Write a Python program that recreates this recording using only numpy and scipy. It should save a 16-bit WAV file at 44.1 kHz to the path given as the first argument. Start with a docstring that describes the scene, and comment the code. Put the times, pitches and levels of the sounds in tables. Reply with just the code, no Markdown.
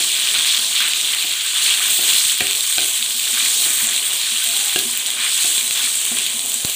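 """Spice paste frying in a wok

Hot oil sizzles close to a phone microphone: noise and damped sines for bursting steam bubbles in three sizes,
with sharp noise cracks for spatters. A metal spatula scrapes coloured grit noise, squeaks, clanks and knocks
the ringing modes of a steel wok, which bumps on its stand. Puffs of steam and some loud spatters push the
microphone, and faint hums and burner rumble lie behind it all. The blows and spatters echo in a small kitchen."""
import sys
import numpy as np
from scipy import signal
from scipy.fft import rfft, irfft, next_fast_len
from scipy.io import wavfile
from scipy.ndimage import uniform_filter1d, minimum_filter1d, map_coordinates

SR = 44100
rng = np.random.default_rng(int(sys.argv[2]) if len(sys.argv) > 2 else 0)


def log_audio(samples):
    """Write samples as a 16-bit WAV file to the path given in sys.argv[1]."""
    # one column per channel
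    frames = np.atleast_2d(samples).T
    # limit to full scale, then quantise
    limited = np.clip(frames, -1, 1)
    pcm = np.round(limited * 32767).astype(np.int16)
    wavfile.write(sys.argv[1], SR, pcm)


def volts_from_db(level):
    """Convert decibel levels to linear amplitude ratios."""
    exponent = np.asarray(level, float) / 20
    return 10 ** exponent


N = 298069  # length in samples

# Levels in the tables are relative: each source trims its own.
# Burner and kitchen noise over time: time_s, level_db
RUMBLE_LEVELS = [(0.0, -51), (0.56, -47), (1.39, -52), (2.05, -48), (2.8, -53.5), (3.54, -45), (4.1, -49.5),
                 (6.57, -48.5), (6.76, -53)]
# Colour of the burner and kitchen noise: frequency_hz, level_db
KITCHEN_COLOUR = [(24, -60), (45, -22.5), (234, -2), (355, -5), (406, 1.5), (470, -4), (734, 0.5),
                  (862, -5), (1000, 0), (1300, -8.5), (2200, -120)]
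# Faint hums: start_s, length_s, pitch_hz, level_db
HUM_TONES = [(4.45, .09, 689, -38.5), (4.53, 0.24, 794, -44), (5.758, .1, 798, -45)]
# Kitchen reverberation: frequency_hz, t60_s
ROOM_DECAY = [(200, 0.65), (2000, 0.3), (10000, 0.063)]
# The wok rocks on its stand: start_s, level_db
ROCK_BUMPS = [(.363, -44), (.419, -47), (0.578, -41), (.799, -40), (2.124, -40), (2.994, -40), (3.145, -39),
              (3.327, -35.5), (3.42, -37), (3.697, -39), (3.823, -32.5), (4.317, -40), (4.474, -41),
              (4.851, -29), (5.181, -42), (5.622, -40), (5.83, -37), (6.112, -29), (6.34, -35),
              (6.423, -38), (6.551, -38)]
# Low pushes of air on the microphone: puffs of steam, and the low thump under some loud spatters (the shortest
# rows): start_s, level_db, scale_s (the first push lasts half of it)
MIC_PUFFS = [(0.384, -38, 0.0067), (2.257, -33, 0.006), (2.419, -23.5, 0.0046), (2.469, -37, 0.006),
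             (3.402, -50, 0.006), (3.825, -33, 0.0044), (5.5795, -26.5, 0.0019), (5.7093, -27, 0.0022),
             (6.461, -27, 0.0012), (6.649, -17, 0.0043), (6.697, -30, 0.0015)]
# Modes of the wok: pitch_hz, level_db, t60_s
WOK_MODES = [(204, -19, .12), (245.4, -8.5, 0.8), (323, -5, 0.27), (357.4, -5.5, 0.25), (402, -6, 0.46),
             (544, -7.5, 0.28), (641, -5.5, 0.28), (718, -4.5, 0.22), (750, -8.5, 0.14), (925, -24, .15),
             (1155, -20, .12), (1340, -13, 0.089), (1410, -3, 0.096), (1634, -1, .08), (2738, 12.5, 0.052),
             (2980, -16, .06), (3400, 0, .05), (4250, 4, .04)]
# Spatula knocks: start_s, level_db, sharpness (0 blunt to 1 sharp)
SPATULA_KNOCKS = [(0.004, -29.5, 0.6), (0.237, -38, 0.7), (0.347, -38, 0.7), (1.132, -36, 0.9),
                  (1.244, -33, 0.5), (1.896, -37, 0.7), (1.989, -25, 0.6), (2.406, -19.5, 0.55),
                  (2.421, -28.5, 0.4), (2.78, -21.5, 0.3), (3.662, -31, 0.9), (3.868, -30, 0.4),
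                  (4.759, -19.5, 0.4), (5.088, -37, 0.9), (5.445, -29.5, 0.8), (6.047, -37, 0.7),
                  (6.117, -28, 0.2)]
# Blade clanks, pitched by how the blade lies in the paste: start_s, level_db, lower_hz, upper_hz
BLADE_CLANKS = [(1.1343, -6.5, 2020, 3070), (2.4073, -3, 1920, 2380), (2.782, -0.5, 1535, 3230),
                (3.6603, -13.5, 1980, 2970), (4.7603, -3.5, 1650, 2780)]
# Strokes of the blade: start_s, hold_s, scrape_db, surge_db (swell of the coarse bubbling)
BLADE_STROKES = [(0.338, 0.039, -35, 2.5), (0.442, .075, -44, 2.5), (0.748, 0.034, -42, 4),
                 (0.8, 0.042, -29.5, 2), (1.116, 0.035, -43, 0), (1.282, 0.021, -49, 0.5),
                 (1.555, 0.027, -37, 1), (1.655, 0.076, -37, 4), (1.772, 0.076, -32, 3),
                 (2.074, 0.076, -40, 2), (2.788, 0.051, -48, 2.5), (3.327, 0.11, -35, 1),
                 (3.65, 0.037, -37, -1), (3.764, .14, -39, 0), (4.194, 0.054, -48, 2), (4.64, 0.14, -41, 2),
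                 (5.162, 0.085, -34, 2), (5.38, 0.044, -40, 0.5), (5.75, 0.088, -37.5, 3),
                 (6.163, 0.13, -45, 3)]
# Short squeaks of the blade: start_s, level_db, pitch_hz
BLADE_SQUEAKS = [(1.809, -16, 1526), (4.415, -18, 1536), (5.797, -19, 1496)]
# Colour of the scrape: frequency_hz, level_db
SCRAPE_COLOUR = [(470, -39), (800, -22), (1170, -11), (1350, -13), (1520, -7.5), (2190, -8), (2400, -1.5),
                 (3120, -27.5), (5280, -120)]
# The loudest oil spatters: start_s, level_db, bubbling_part_db, spray_part_db
LOUD_SPATTERS = [(0.273, -8, -8, -21), (0.3375, -5, -20, -27), (0.39, -8, -6, -23), (0.4479, -7, -5, -25),
                 (0.579, -1, -16, -27), (0.6644, -7, -12, -24), (0.9347, -9, -2, -26),
                 (0.9941, -11, -19, -21), (1.2251, -6, -11, -20), (1.6344, -6, -16, -20),
                 (2.0902, -1, -7, -26), (2.2558, -6, -12, -24), (2.3007, -13, -7, -22),
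                 (2.3785, -11, -18, -17), (2.4083, -11, -2, -23), (2.4692, -1, -8, -19),
                 (2.5104, -2, -9, -22), (2.6075, -4, -11, -23), (2.7257, -7, -11, -20),
                 (2.7823, -5, -1.5, -24), (2.806, -4, -10, -19), (3.0261, -10, -4, -22),
                 (3.0615, -13, -4, -24), (3.3824, -9, -18, -21), (3.6631, -6, -21, -20),
                 (3.7439, -10, -17, -17), (3.8708, -1, -14, -25), (4.76, -9, -9.5, -23),
                 (4.9683, -12, -18, -20), (4.9996, -9, -13, -25), (5.0664, -8, -12, -21),
                 (5.4336, -2, -13, -26), (5.5807, -9, -7, -22), (5.7094, -2.5, -11, -23),
                 (5.9548, -2, -24, -25), (6.064, -3, -20, -25), (6.1864, -1, -15, -25),
                 (6.393, -5.5, -13.5, -24), (6.4603, -4, -18, -13), (6.4974, -4, -22, -18),
                 (6.5184, -6, -17, -17), (6.542, 0, -22, -20), (6.6484, -2.5, -13, -25),
                 (6.6542, -5.5, -19, -20), (6.698, -4, -22, -19)]
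# How hard each size of bubble fries: time_s, coarse_bubbling_db, fine_hiss_db, spray_db
FRY_LEVELS = [(0.0, -19, -21, -29), (0.02, -19.5, -21, -32), (0.49, -20, -22, -32),
              (1.24, -22, -24.5, -33.5), (1.52, -22, -24.5, -35), (1.65, -19, -19, -31),
              (1.81, -25, -21.5, -32), (1.92, -20, -19.5, -25), (2.16, -18.5, -17.5, -26.5),
              (2.33, -20.5, -19.5, -29), (2.37, -23, -24.5, -32), (2.86, -23, -20, -28),
              (3.11, -25, -24.5, -32), (3.5, -20, -18, -28.5), (3.84, -23, -19, -25),
              (3.88, -23, -21.5, -33), (4.18, -23, -23, -30), (4.25, -23, -23, -35),
              (4.59, -23, -20.5, -29), (4.89, -25.5, -23.5, -32.5), (5.18, -25, -25, -36),
              (5.33, -20.5, -20, -30), (5.48, -22, -17.5, -28), (5.74, -25, -24, -32),
              (5.85, -23.5, -20.5, -31), (6.65, -29, -24.5, -35), (6.7, -25.5, -24, -30),
              (6.76, -27.5, -25, -30)]
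# Colour of the coarse bubbling: frequency_hz, level_db
BUBBLING_COLOUR = [(1180, -38), (2000, -12.5), (3300, 1.5), (4140, -2), (5050, -13), (5600, -14),
                   (7280, -14.5), (12300, -120)]
# Colour of the fine hiss: frequency_hz, level_db
HISS_COLOUR = [(2940, -32.5), (5000, -24), (5910, -12), (8230, 1), (11500, -15.5), (15000, -45),
               (22000, -120)]
# Colour of the spray: frequency_hz, level_db
SPRAY_COLOUR = [(6500, -34), (11000, 7.5), (12800, 3.5), (14900, 9), (15450, 13), (15600, -60),
                (22000, -67)]


def unit(x):
    """Scale to rms 1."""
    return x / np.sqrt(np.mean(x ** 2) + 1e-20)


def along(points, hz):
    """Read a (frequency_hz, value) curve on a log frequency axis."""
    f, v = np.transpose(points)
    return np.interp(np.log(hz + 1), np.log(f + 1), v)


def curves(rows):
    """One value per sample for each column after the time."""
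    s, *columns = np.transpose(rows)
    return [np.interp(np.arange(N) / SR, s, column) for column in columns]


def wobble(rate):
    """A smooth random curve with this many knots a second."""
    knots = rng.standard_normal(int(N * rate / SR) + 4)
    return map_coordinates(knots, [np.arange(N) * rate / SR])


def coloured(x, spectrum):
    """Shape x with a causal minimum-phase filter that leaves the power of white noise as it is."""
    m = 2 * next_fast_len(N // 2 + 4096)
    gain = np.maximum(volts_from_db(along(spectrum, np.fft.rfftfreq(m, 1 / SR))), 1e-4)
    cepstrum = irfft(np.log(unit(gain)), m)
    # folding the cepstrum forward makes the filter causal
    cepstrum[1:m // 2] *= 2
    cepstrum[m // 2 + 1:] = 0
    return irfft(rfft(x, m) * np.exp(rfft(cepstrum)), m)[:N]


def bubbles(low_hz, high_hz, cycles, spread_db, count):
    """Bursting bubbles: damped sines of random pitch, mostly small, a few large."""
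    when, pitch, size = rng.random((count, 3)).T
    hz = low_hz * (high_hz / low_hz) ** pitch
    t = np.arange(int(3 * cycles / low_hz * SR)) / SR
    turns = np.outer(hz, t)
    loudness = hz * volts_from_db(-spread_db * np.log(1 - .98 * size))  # the factor hz keeps the sum white
    grains = loudness[:, None] * np.sin(2 * np.pi * turns) * np.exp(-2 * turns / cycles)
    at = (when * N).astype(int)[:, None] + np.arange(len(t))
    return unit(np.bincount(at.ravel(), grains.ravel())[:N])


def froth(patchy_db):
    """White noise with patches of random gain: the bubbles too many to tell apart."""
    z = signal.stft(rng.standard_normal(N), nperseg=256)[2]
    field = uniform_filter1d(rng.standard_normal(z.shape), 5, 0)  # smooth over frequency
    field = uniform_filter1d(field, 9, 1)  # then over time
    return unit(signal.istft(z * volts_from_db(patchy_db * unit(field)), nperseg=256)[1][:N])


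def place(times, sounds):
    """Sum of the sounds, each starting at its time."""
    out = np.zeros(N + SR)
    for s, sound in zip(times, sounds):
        out[round(s * SR):][:len(sound)] += sound
    return out[:N]


def rumble():
    """Burner and kitchen noise: patchy noise, strongest in the lows and mids, with an uneven level."""
    level_db = curves(RUMBLE_LEVELS)[0] + 3 + 0.84 * wobble(4.1) + 2.24 * wobble(12)
    return volts_from_db(level_db) * unit(coloured(froth(1.3), KITCHEN_COLOUR))


def hums():
    """Faint steady sines that swell and stop."""
    t = np.arange(N) / SR
    fade_s = 0.034
    mix = 0
    for s, length, hz, db in HUM_TONES:
        shape = np.clip(np.minimum(t - s, s + length - t) / fade_s, 0, 1)
        mix = mix + volts_from_db(db) * shape * np.sin(2 * np.pi * hz * t)
    return mix


def kitchen(x):
    """Echo from the walls: a noise tail in which each frequency dies at its own speed."""
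    hz, t, z = signal.stft(rng.standard_normal(SR // 2), SR, nperseg=256)
    fading = volts_from_db(-60 * t / along(ROOM_DECAY, hz)[:, None])
    tail = signal.istft(z * fading, SR, nperseg=256)[1]
    delayed = np.pad(x, (250, 0))  # samples before the first echo
    return signal.fftconvolve(delayed, tail / np.linalg.norm(tail))[:N]


def rocking():
    """Soft bumps against the stand ring one low mode, its pitch a little different each time."""
    t = np.arange(SR // 3) / SR
    mode_hz, scatter_hz, t60_s, rise_s = 242, 6.1, 0.15, 0.0085
    bumps = []
    for _, db in ROCK_BUMPS:
        shape = volts_from_db(db + 4.5 - 60 * t / t60_s) * (1 - np.exp(-t / rise_s))
        bumps.append(shape * np.sin(2 * np.pi * rng.normal(mode_hz, scatter_hz) * t))
    return place(np.transpose(ROCK_BUMPS)[0], bumps)


def puffs():
    """Steam, or a loud spatter, gives the microphone a low push of air, then a slower, dying rebound."""
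    t = np.arange(SR // 10) / SR
    pushes = []
    for _, db, scale in MIC_PUFFS:
        swing = np.sin(np.pi * np.sqrt(2 * t / scale))
        pushes.append(volts_from_db(db + 3.5) * swing * np.exp(-t / (0.6 * scale)))
    return place(np.transpose(MIC_PUFFS)[0], pushes)


def knocks():
    """Every blow rings the wok's modes at new strengths; a blunt blow leaves the upper modes weak."""
    t = np.arange(SR // 2) / SR
    hz, level, t60 = np.transpose(WOK_MODES)[:, :, None]
    rise = 1 - np.exp(-t / 0.0016)
    rings = []
    for _, db, sharp in SPATULA_KNOCKS:
        tilt_db = -9 * (1 - sharp) * np.log2(np.maximum(hz / 800, 1))
        strengths = db - 13.5 + level + tilt_db + rng.normal(0, 1.86, hz.shape)
        fading = volts_from_db(-60 * t / t60) + 4.6 * volts_from_db(-60 * t / 0.033)  # the paste damps the first swing fast
        modes = volts_from_db(strengths) * fading * np.sin(2 * np.pi * hz * t)
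        rings.append(np.sum(modes, axis=0) * rise)
    return place(np.transpose(SPATULA_KNOCKS)[0], rings)


def clanks():
    """The blade itself clanks with some of the knocks: two tones that die together."""
    t = np.arange(SR // 20) / SR
    fading = volts_from_db(-60 * t / .03)  # t60 of 30 ms
    rings = []
    for _, db, low_hz, high_hz in BLADE_CLANKS:
        tones = 0.46 * np.sin(2 * np.pi * low_hz * t) + np.sin(2 * np.pi * high_hz * t)
        rings.append(volts_from_db(db - 6.5) * fading * tones)
    return place(np.transpose(BLADE_CLANKS)[0], rings)


def strokes():
    """Scrape gain and surge of the bubbling in dB: each stroke rises, holds and lets go."""
    attack_s, release_s = 0.0082, 0.053
    gain, surge_db, t = 0, 0, np.arange(N) / SR
    for s, hold, db, stroke_surge_db in BLADE_STROKES:
        shape = np.interp(t, s + np.cumsum([0, attack_s, hold, release_s]), [0, 1, 1, 0])
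        gain = gain + shape * volts_from_db(db)
        surge_db = surge_db + shape * stroke_surge_db
    return gain, surge_db


def squeaks():
    """Short swelling tones of the blade with a wandering phase."""
    t = np.arange(SR // 10) / SR
    swell = np.exp(-((t - .012) / 0.01) ** 2)
    tones = []
    for _, db, hz in BLADE_SQUEAKS:
        wander = 0.67 * np.cumsum(rng.normal(0, 0.037, len(t)))  # radians
        tones.append(volts_from_db(db - 11.5) * swell * np.sin(2 * np.pi * hz * t + wander))
    return place(np.transpose(BLADE_SQUEAKS)[0], tones)


def scrape():
    """The blade drags grit over the steel in clumps; a bed of grit follows the coarse bubbling."""
    grit = froth(1.0) + 0.25 * bubbles(818, 2486, 4.7, 4.4, count=3000)
    bed = volts_from_db(curves(FRY_LEVELS)[0] - 13.5 + 1.4 * wobble(12))
    gain = (bed + strokes()[0]) * volts_from_db(0.63 * wobble(30))
    return gain * unit(coloured(grit, SCRAPE_COLOUR)) + squeaks()


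def spatters():
    """Each drop of water bursts in a crack of a few milliseconds, coloured like the sizzle and the scrape."""
    # 60 small spatters at random times join the loud ones
    scatter_db = 3.5 * rng.standard_normal(size=(60, 4))
    small = [0, -9.5, -12, -18] + scatter_db  # columns as in LOUD_SPATTERS
    small[:, 0] = rng.random(len(small)) * N / SR
    s, db, low_db, high_db = np.transpose([*LOUD_SPATTERS, *small])
    fading = volts_from_db(-60 * np.arange(SR // 100) / SR / 0.0044)  # t60 of 4.4 ms
    cracks = fading * rng.standard_normal((len(s), len(fading)))
    # every crack gets the same energy before its level
    cracks *= np.linalg.norm(fading) / np.linalg.norm(cracks, axis=1, keepdims=True)
    parts = [(db + low_db + 8.0, BUBBLING_COLOUR), (db - 4.0, HISS_COLOUR),
             (db + high_db + 10.0, SPRAY_COLOUR), (db + low_db - 7.5, SCRAPE_COLOUR)]
    return sum(coloured(place(s, volts_from_db(level)[:, None] * cracks), colour) for level, colour in parts)


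def sizzle():
    """Three sizes of bubbles over froth; broadband cracks and a common flicker tie the sizes together."""
    bubbling_db, hiss_db, spray_db = curves(FRY_LEVELS)
    surge_db = strokes()[1]
    cracks = np.zeros(N)
    at, size, sign = rng.random((1500, 3)).T
    cracks[(at * N).astype(int)] = volts_from_db(-5.5 * np.log(1 - .985 * size)) * np.sign(sign - .5)
    cracks = unit(cracks)
    flicker_db = 0.44 * wobble(25) + 0.47 * wobble(90)
    coarse = froth(1.5) + 0.38 * bubbles(2010, 5800, 6.0, 3.24, count=9000) + 0.29 * cracks
    fine = froth(1.63) + 0.36 * bubbles(4600, 11050, 6.2, 4.4, count=12000) + 0.23 * cracks
    spray = froth(1.9) + 0.96 * bubbles(11900, 15800, 6.1, 3.4, count=12000) + 0.23 * cracks
    dull = unit(coloured(coarse, BUBBLING_COLOUR))
    sharp = unit(-np.gradient(np.gradient(dull)))  # the same bubbles tilted to the treble
    # the share of small, bright bubbles drifts and shrinks as a stroke makes the bubbling surge
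    bright = np.clip(0.27 + 0.24 * wobble(6.13) - 0.1 * surge_db, 0, 1)
    bubbling = (1 - bright) * dull + bright * sharp
    return (volts_from_db(bubbling_db + surge_db - 0.12 + flicker_db) * bubbling
            + volts_from_db(hiss_db - 0.12 + flicker_db) * unit(coloured(fine, HISS_COLOUR))
            + volts_from_db(spray_db + 0.4 + flicker_db) * unit(coloured(spray, SPRAY_COLOUR)))


def scene():
    """All sources at one microphone; only the blows, bumps and spatters echo in the kitchen."""
    blows = knocks() + clanks() + spatters() + rocking()
    echo = volts_from_db(-10) * kitchen(blows)
    return (blows + echo + sizzle() + scrape() + puffs() + hums() + rumble())[None]


def band_limit(x):
    """A steep low-pass at the top of the band."""
    return signal.sosfilt(signal.butter(12, 16850, fs=SR, output="sos"), x)


def record(dry):
    """The phone cuts the deep bass; its limiter ducks everything for a moment around and after a loud crack."""
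    dry = signal.lfilter(*signal.butter(1, 60, "high", fs=SR), dry)
    need = np.minimum(1, .8 / (np.abs(dry) + 1e-9))  # gain that keeps each sample below 0.8
    held = minimum_filter1d(need, size=301, origin=100)  # the hold reaches mostly past the peak
    gain = uniform_filter1d(held, size=101)
    return band_limit(dry * gain)


dry = scene()
out = record(dry)
log_audio(out)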